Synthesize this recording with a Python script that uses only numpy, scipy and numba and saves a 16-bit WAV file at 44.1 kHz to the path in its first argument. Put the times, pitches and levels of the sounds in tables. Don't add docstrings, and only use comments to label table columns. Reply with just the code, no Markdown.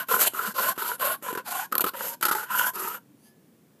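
import sys
import numpy as np
from scipy import signal
from scipy.fft import rfft, irfft
from scipy.io import wavfile
from scipy.ndimage import uniform_filter1d
from numba import njit

SR = 44100
rng = np.random.default_rng(int(sys.argv[2]) if len(sys.argv) > 2 else 0)


def ratio_of_db(decibels):
    return 10 ** (np.asarray(decibels, float) / 20)


def output_pcm(signal):
    pcm = np.clip(np.atleast_2d(signal).T, -1, 1) * 32767
    wavfile.write(sys.argv[1], SR, np.round(pcm).astype(np.int16))


N = 167580

# start in seconds, length in seconds, grit level in dB,
# place of top speed (0-1), ring level in dB.
STROKES = [(-.14, 0.19, -28.5, 0.17, 7.5), (0.062, 0.23, -23.5, 0.65, -9), (0.318, 0.22, -35, 0.41, 2),
           (0.536, 0.2, -26.5, 0.58, 0.5), (0.749, 0.22, -33.5, 0.53, 1), (0.976, 0.19, -27.5, 0.57, 1.5),
           (1.213, 0.21, -41.5, 0.39, 6), (1.442, .228, -33, 0.5, 1.5), (1.831, 0.069, -33.5, 0.8, 4),
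           (1.919, .24, -34.5, 0.6, -0.5), (2.22, 0.27, -30, 0.05, 3), (2.462, 0.25, -30, 0.66, 2.5),
           (2.724, 0.27, -36.5, 0.51, 4)]
JUDDER_PER_S = 90
PITCH_WANDER = 0.016


def level(x, db):
    return x * ratio_of_db(db) / np.sqrt(np.mean(x ** 2))


@njit
def svf(x, hz, width_hz):
    y, band, low = np.empty(len(x)), 0., 0.
    for i in range(len(x)):
        g, damping = np.tan(np.pi * hz[i] / SR), width_hz / hz[i]
        v = (band + g * (x[i] - low)) / (1 + g * (g + damping))
        low += 2 * g * v
        band = 2 * v - band
        y[i] = damping * v
    return y


def ring(x, hz, width_hz):
    return svf(x + 1e-18, hz + np.zeros(N), 1. * width_hz) * np.sqrt(SR / np.pi / width_hz)


def mode(x, hz, width_hz):
    return ring(ring(x, hz, width_hz), hz, width_hz) * np.sqrt(2 * np.pi * width_hz / SR)


def colour(x, table):
    hz, db = np.array(table, float).T
    bin_hz = np.arange(N // 2 + 1) * SR / N
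    return irfft(rfft(x) * ratio_of_db(np.interp(np.log(bin_hz + 1), np.log(hz), db)), N)


def walk(rate_per_s):
    hold = int(SR / rate_per_s)
    steps = np.repeat(rng.standard_normal(N // hold + 1), hold)
    return 1.55 * uniform_filter1d(uniform_filter1d(steps, hold), hold)[:N]


def bell(t, at, half_s):
    return np.exp(-((t - at) / half_s) ** 2)


def grit():
    grains_per_s, spread_db, cap_db = 16000, 2.5, 9
    chance, sign, size = rng.random((3, N))
    size_db = np.minimum(-spread_db * np.log(1 - size), cap_db)
    return level((chance < grains_per_s / SR) * np.sign(sign - .5) * ratio_of_db(size_db), 0)


def strokes(t):
    # time in seconds, half width in seconds, grit boost in dB, ring boost in dB.
    patches = [(0.11, 0.045, 4, 15.5), (0.18, 0.014, -6.5, 3), (0.22, 0.019, 7, -0.5),
               (0.28, 0.015, 12.5, -4), (0.47, 0.017, 2.5, 4.5), (0.686, 0.01, 3, -3),
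               (1.073, 0.05, 1.5, 2), (1.283, .005, 2, 5), (1.538, 0.02, 0.5, -2.5),
               (2.01, 0.012, -1.5, 11), (2.55, 0.0056, -2.5, 3), (3.2, 0.0047, 0.5, 4.5), (3, 0.04, 1, 2.5),
               (3.3, 0.005, 5.5, 4.5), (2.80, 0.0068, 3, -1.5), (1.308, 0.0095, -0.5, 7.5),
               (0.66, 0.0068, 1.5, -2.5), (2.578, 0.0066, -1.5, -1), (1.5, .005, -3, -7.5),
               (0.25, 0.0034, 0, 5), (2.76, 0.0038, 6, 6), (2.5, 0.016, -1.5, 4), (1.945, .01, -8, 13),
               (2.5, 0.019, 1, 7.5), (2.44, 0.022, -0.5, 5)]
    bite_slope, speed_power = 2.8, 0.35
    force, push, turn, along = np.zeros(N), np.zeros(N), np.ones(N), np.zeros(N)
    for start, length, db, top, ring_db in STROKES:
        v = np.clip((t - start) / length, 0, 1)
        skew = np.log(.5) / np.log(np.clip(top, .1, .9))
        speed = np.sin(np.pi * v ** skew).clip(0)
        bite = np.tanh(bite_slope * speed) * speed ** speed_power
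        force += ratio_of_db(db + 5.5) * bite
        push += ratio_of_db(db + 2.5 + ring_db) * bite
        turn -= speed
        along += (v - .5) * (v > 0) * (v < 1)
    for at, half_s, db, ring_db in patches:
        swell = bell(t, at, half_s)
        force *= ratio_of_db(db * swell)
        push *= ratio_of_db(ring_db * swell)
    force *= ratio_of_db(1.5 * walk(JUDDER_PER_S))
    push *= ratio_of_db(1.8 * walk(JUDDER_PER_S * 1.5))
    return force, push, turn, along


def hops(t):
    # time in seconds, grit level in dB, skid in seconds, thud level in dB, ring level in dB.
    landings = [(1.3283, -60, 0.0053, -28.5, -11), (1.3519, -24, 0.0015, -37, 6),
                (1.3744, -33, 0.009, -32, 6), (1.716, -30, 0.0056, -46.5, 2.5),
                (1.7231, -21.5, 0.011, -35, 1.5), (1.742, -33, .005, -38, 8), (1.7523, -9, 0.0036, -39, -4),
                (1.766, -36, 0.0042, -42, 9), (1.7799, -6, 0.0046, -36, -12),
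                (1.795, -19, 0.0016, -54, 10.5), (1.8066, 0, 0.0058, -34, -17.5),
                (1.815, -32.5, 0.0038, -36, 2), (1.8408, -6.5, 0.0078, -24, -4),
                (1.851, -45, 0.0026, -31, -14), (1.8628, -24.5, 0.0091, -31, -3),
                (2.2103, -25.5, 0.0075, -41, -6), (2.226, -20.5, 0.021, -53, -3),
                (2.2525, -11.5, 0.0032, -38, -19), (2.283, -34.5, 0.01, -38.5, -6),
                (2.3124, -28.5, 0.012, -30.5, 8.5), (2.350, -31, 0.0016, -39, 8.5),
                (0.7779, -48, 0.015, -32.5, 14.5), (0.3355, -39.5, 0.0072, -37, -16),
                (1.2244, -39.5, 0.054, -40.5, -28), (0.0852, -34.5, 0.01, -42, -1),
                (0.541, -40, 0.0051, -47, -2), (1.936, -40, .012, -41, -0.5),
                (2.735, -40.5, 0.0056, -48, -0.5), (0.996, -43, 0.006, -49, 7)]
    airborne_s, airborne_db, landing_s = 0.007, -11, 0.0012
    skid, knock, thud, touch = np.zeros(N), np.zeros(N), np.zeros(N), np.ones(N)
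    for at, db, skid_s, thud_db, ring_db in landings:
        attack = np.clip((t - at) / landing_s, 0, 1)
        slide = ratio_of_db(db) * attack * np.exp(-(np.clip(t - at, 0, 1) / skid_s) ** 1.16)
        skid += slide
        knock += ratio_of_db(ring_db + 2) * slide
        touch *= ratio_of_db(airborne_db * (t < at) * bell(t, at - airborne_s / 2, airborne_s))
        thud[int(at * SR)] += ratio_of_db(thud_db) * 12
    return skid, knock, touch, ring(thud, 336, width_hz=130)


def snags():
    # time in seconds, peak level in dB, lid share in dB.
    stones = [(0.112, -13, 3), (0.141, -10, -9), (0.164, -13, -1), (0.194, -19, 3), (0.215, -18, 0),
              (0.392, -19.5, -3), (0.412, -24, -6), (0.587, -22, 10), (0.637, -21, -3), (0.685, -18, 7),
              (0.793, -24, -2), (0.821, -17, 2), (0.854, -29, -6), (0.916, -16, -6), (1.029, -15, -8),
              (1.057, -18, -3), (1.094, -24, -24), (1.264, -22, -1), (1.284, -23, 6), (1.304, -23, 1),
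              (1.351, -17.5, -9), (1.375, -21.5, 1), (1.397, -24, -5), (1.539, -25, -3), (2.007, -22, -1),
              (2.228, -12, -3), (2.252, -15.5, -3.5), (2.283, -19.5, -3), (2.312, -14.5, -4),
              (2.35, -16, 8), (2.385, -21.5, -1), (2.523, -31, 0), (2.549, -18, 0), (2.576, -18.5, -11),
              (2.595, -10.5, -12), (2.613, -17.5, -5), (2.666, -19, -5), (2.756, -30, -3),
              (2.797, -24, -0.5), (2.85, -29, -11), (2.875, -23, 4)]
    snag_db = 20.5
    blow, lid_blow = np.zeros(N), np.zeros(N)
    for at, db, lid_db in stones:
        i = int(at * SR)
        blow[i] = ratio_of_db(db + snag_db)
        lid_blow[i] = ratio_of_db(db + snag_db + lid_db)
    return blow, lid_blow


def grip(t):
    # wall in Hz, wall level in dB, lid in Hz, upper lid in Hz, upper lid level in dB.
    tunings = [(479, -10, 1015, 1405, 1.5), (461, -4.5, 1035, 1394, 1.5), (441, -9, 1014, 1384, 6),
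               (543, -3, 1050, 1480, 0.5), (409, -8.5, 962, 1383, 2.5), (590, -1.5, 1070, 1450, -2),
               (471, -4.5, 997, 1420, -2), (776, 0, 1050, 1470, -1), (394, -9, 1043, 1290, 4.5),
               (503, -5, 926, 1450, -5), (361.4, -12, 853, 1350, 3), (521, -17.5, 983, 1435, 4),
               (392, -8, 940, 1300, 3)]
    # lid level in dB, wall climb along the stroke (share of Hz), rim in Hz,
    # rim level in dB, middle hiss level in dB.
    tilts = [(-0.5, 0.25, 2910, -12.5, -1), (-1.5, 0.4, 2900, -12, 1), (-1.5, 0.18, 2920, -14, 0),
             (0, .45, 2880, -9.5, -1.5), (-1, 0.31, 2900, -9.5, -2), (1, 0.41, 2850, -13.5, -8.5),
             (-0.5, -0.38, 2520, -13.5, 0.5), (-1.5, .08, 2400, -9.5, 0), (-5, .2, 2790, -25, -1.5),
             (-1, .15, 2970, -16, -0.5), (-5.5, 0.17, 2800, -32, -1.5), (1, 0.28, 2950, -6.5, 1.5),
             (-2, 0.36, 2700, -11.5, -1)]
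    early_s = .12 * (np.abs(t - 1.77) < .07)
    which = (np.searchsorted(np.array(STROKES)[:, 0], t + early_s) - 1).clip(0)
    return (*np.array(tunings, float)[which].T, *np.array(tilts, float)[which].T)


def rim_hiss(scrape, shake, middle_db):
    # frequency in Hz, level in dB per Hz.
    slab = [(150, -19), (500, 1.5), (2400, -3), (3800, -22), (6000, -7.5), (9500, -0.5), (13300, 8),
            (14600, -6.5)]
    # frequency in Hz, width in Hz, level in dB.
    shell = [(211, 52, -23), (837, 190, -14), (1400, 670, -7.5), (1940, 330, -19), (2935, 480, -17.5),
             (4465, 1400, -12), (7280, 1900, -15), (10860, 980, -6), (11920, 2000, -2), (13690, 2300, -7)]
    hiss = ratio_of_db(-7.5) * colour(scrape, slab)
    for k, (hz, width_hz, db) in enumerate(shell):
        patchy = ratio_of_db(db - 5.5 + 2.5 * walk(15))
        source = scrape if hz > 2000 else shake
        hiss += (-1) ** k * patchy * ring(source, hz * (1 + .015 * walk(7.23)), width_hz)
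    return hiss + (ratio_of_db(middle_db) - 1) * svf(hiss, 6000 + np.zeros(N), 6050.0)


def can(t):
    force, push, turn, along = strokes(t)
    skid, knock, touch, thud = hops(t)
    blow, lid_blow = snags()
    wall, wall_db, lid, upper, upper_db, lid_db, climb, rim, rim_db, middle_db = grip(t)

    def shaken(hit):
        return grit() * (push * ratio_of_db(1.5 * walk(JUDDER_PER_S / 2)) + knock) * touch + hit

    scrape = grit() * (force + skid) * touch + ratio_of_db(-21.5) * blow
    shake = shaken(ratio_of_db(-8.5) * blow)
    hiss = rim_hiss(scrape, shake, middle_db)

    lid_climb = .1 * along
    end_bend = .04 * turn * (along > 0)
    wall_hz = wall * (1 + .32 * turn ** 2 + climb * along + PITCH_WANDER * walk(30))
    lid_hz = lid * (1 + .03 * turn + PITCH_WANDER / 2 * walk(24.94))
    upper_hz = upper * (1 + lid_climb + end_bend + PITCH_WANDER * walk(35))
    rim_hz = rim * (1 + lid_climb + 2 * PITCH_WANDER * walk(40))
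    body = mode(shaken(blow) * ratio_of_db(wall_db), wall_hz, 115)
    body += mode(shaken(lid_blow) * ratio_of_db(lid_db), lid_hz, 80)
    body += mode(shaken(blow) * ratio_of_db(upper_db), upper_hz, 240)
    body += mode(shaken(ratio_of_db(-10) * blow) * ratio_of_db(rim_db), rim_hz, 570)
    free_lid = ratio_of_db(-30) * ring(shake, 1450, width_hz=14)
    return hiss + ratio_of_db(-10) * body + thud + free_lid


def finger(t):
    # time in seconds, half width in seconds, level in dB.
    brushes = [
        (3.191, 0.022, -76.5),
        (3.265, 0.043, -62.5),
        (3.471, .05, -80),
        (3.601, 0.037, -81),
        (3.79, 0.04, -80.5),
    ]
    # frequency in Hz, width in Hz, level in dB.
    free_can = [(900, 150, -14), (1720, 4, -5), (3100, 300, -15), (4800, 170, -8), (6300, 400, -11),
                (9500, 500, -8), (11000, 1200, 0)]
    rub = grit() * sum(ratio_of_db(db) * bell(t, at, half_s) for at, half_s, db in brushes)
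    glide = .9 * np.clip(t - 3.26, -.1, .1)
    out = ratio_of_db(-4) * rub
    for hz, width_hz, db in free_can:
        out += ratio_of_db(db) * ring(rub, hz * (1 + (hz > 2000) * glide), width_hz)
    return out


def soft_bumps(t):
    # time in seconds, frequency in Hz, level in dB, half width in seconds.
    bumps = [
        (0.488, 205, -34, 0.011),
        (3.115, 300, -53.5, 0.02),
        (3.147, 283, -45.5, 0.0044),
        (3.244, 218, -59, .01),
    ]
    return sum(ratio_of_db(db) * bell(t, at, half_s) * np.sin(2 * np.pi * hz * t) for at, hz, db, half_s in bumps)


def yard():
    # frequency in Hz, level in dB per Hz.
    spectrum = [(30, -54), (130, -7), (230, -5.5), (450, -15), (800, -25), (1500, -29.5), (5000, -36.5),
                (15000, -33.5)]
    far = colour(rng.standard_normal(N), spectrum)
    low = ring(far, 251, width_hz=500)
    return level(far + .02 * low * (ratio_of_db(2.5 * walk(2.2)) - 1), -59)


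def scene():
    t = np.arange(N) / SR
    near = can(t) + finger(t) + soft_bumps(t)
    echo_db, echo_t60_s, echo_n = -14.5, 0.16, SR // 4
    decay = ratio_of_db(-60 * t[:echo_n] / echo_t60_s)
    tail = level(rng.standard_normal(echo_n) * decay, echo_db) / np.sqrt(echo_n)
    return (near + signal.fftconvolve(near, tail)[:N] + yard())[None]


def top_cut(x):
    return signal.sosfilt(signal.butter(12, 16500, fs=SR, output="sos"), x)


def record(dry):
    x = signal.sosfilt(signal.butter(2, 90, "high", fs=SR, output="sos"), dry)
    top_hz, top_db, end_hz = 15300, -40, 16600
    hz = np.arange(N // 2 + 1) * SR / N
    gain = np.where(hz < top_hz, 1, ratio_of_db(top_db) * (hz < end_hz))
    return top_cut(irfft(rfft(x) * gain, N))


dry = scene()
out = record(dry)
output_pcm(out)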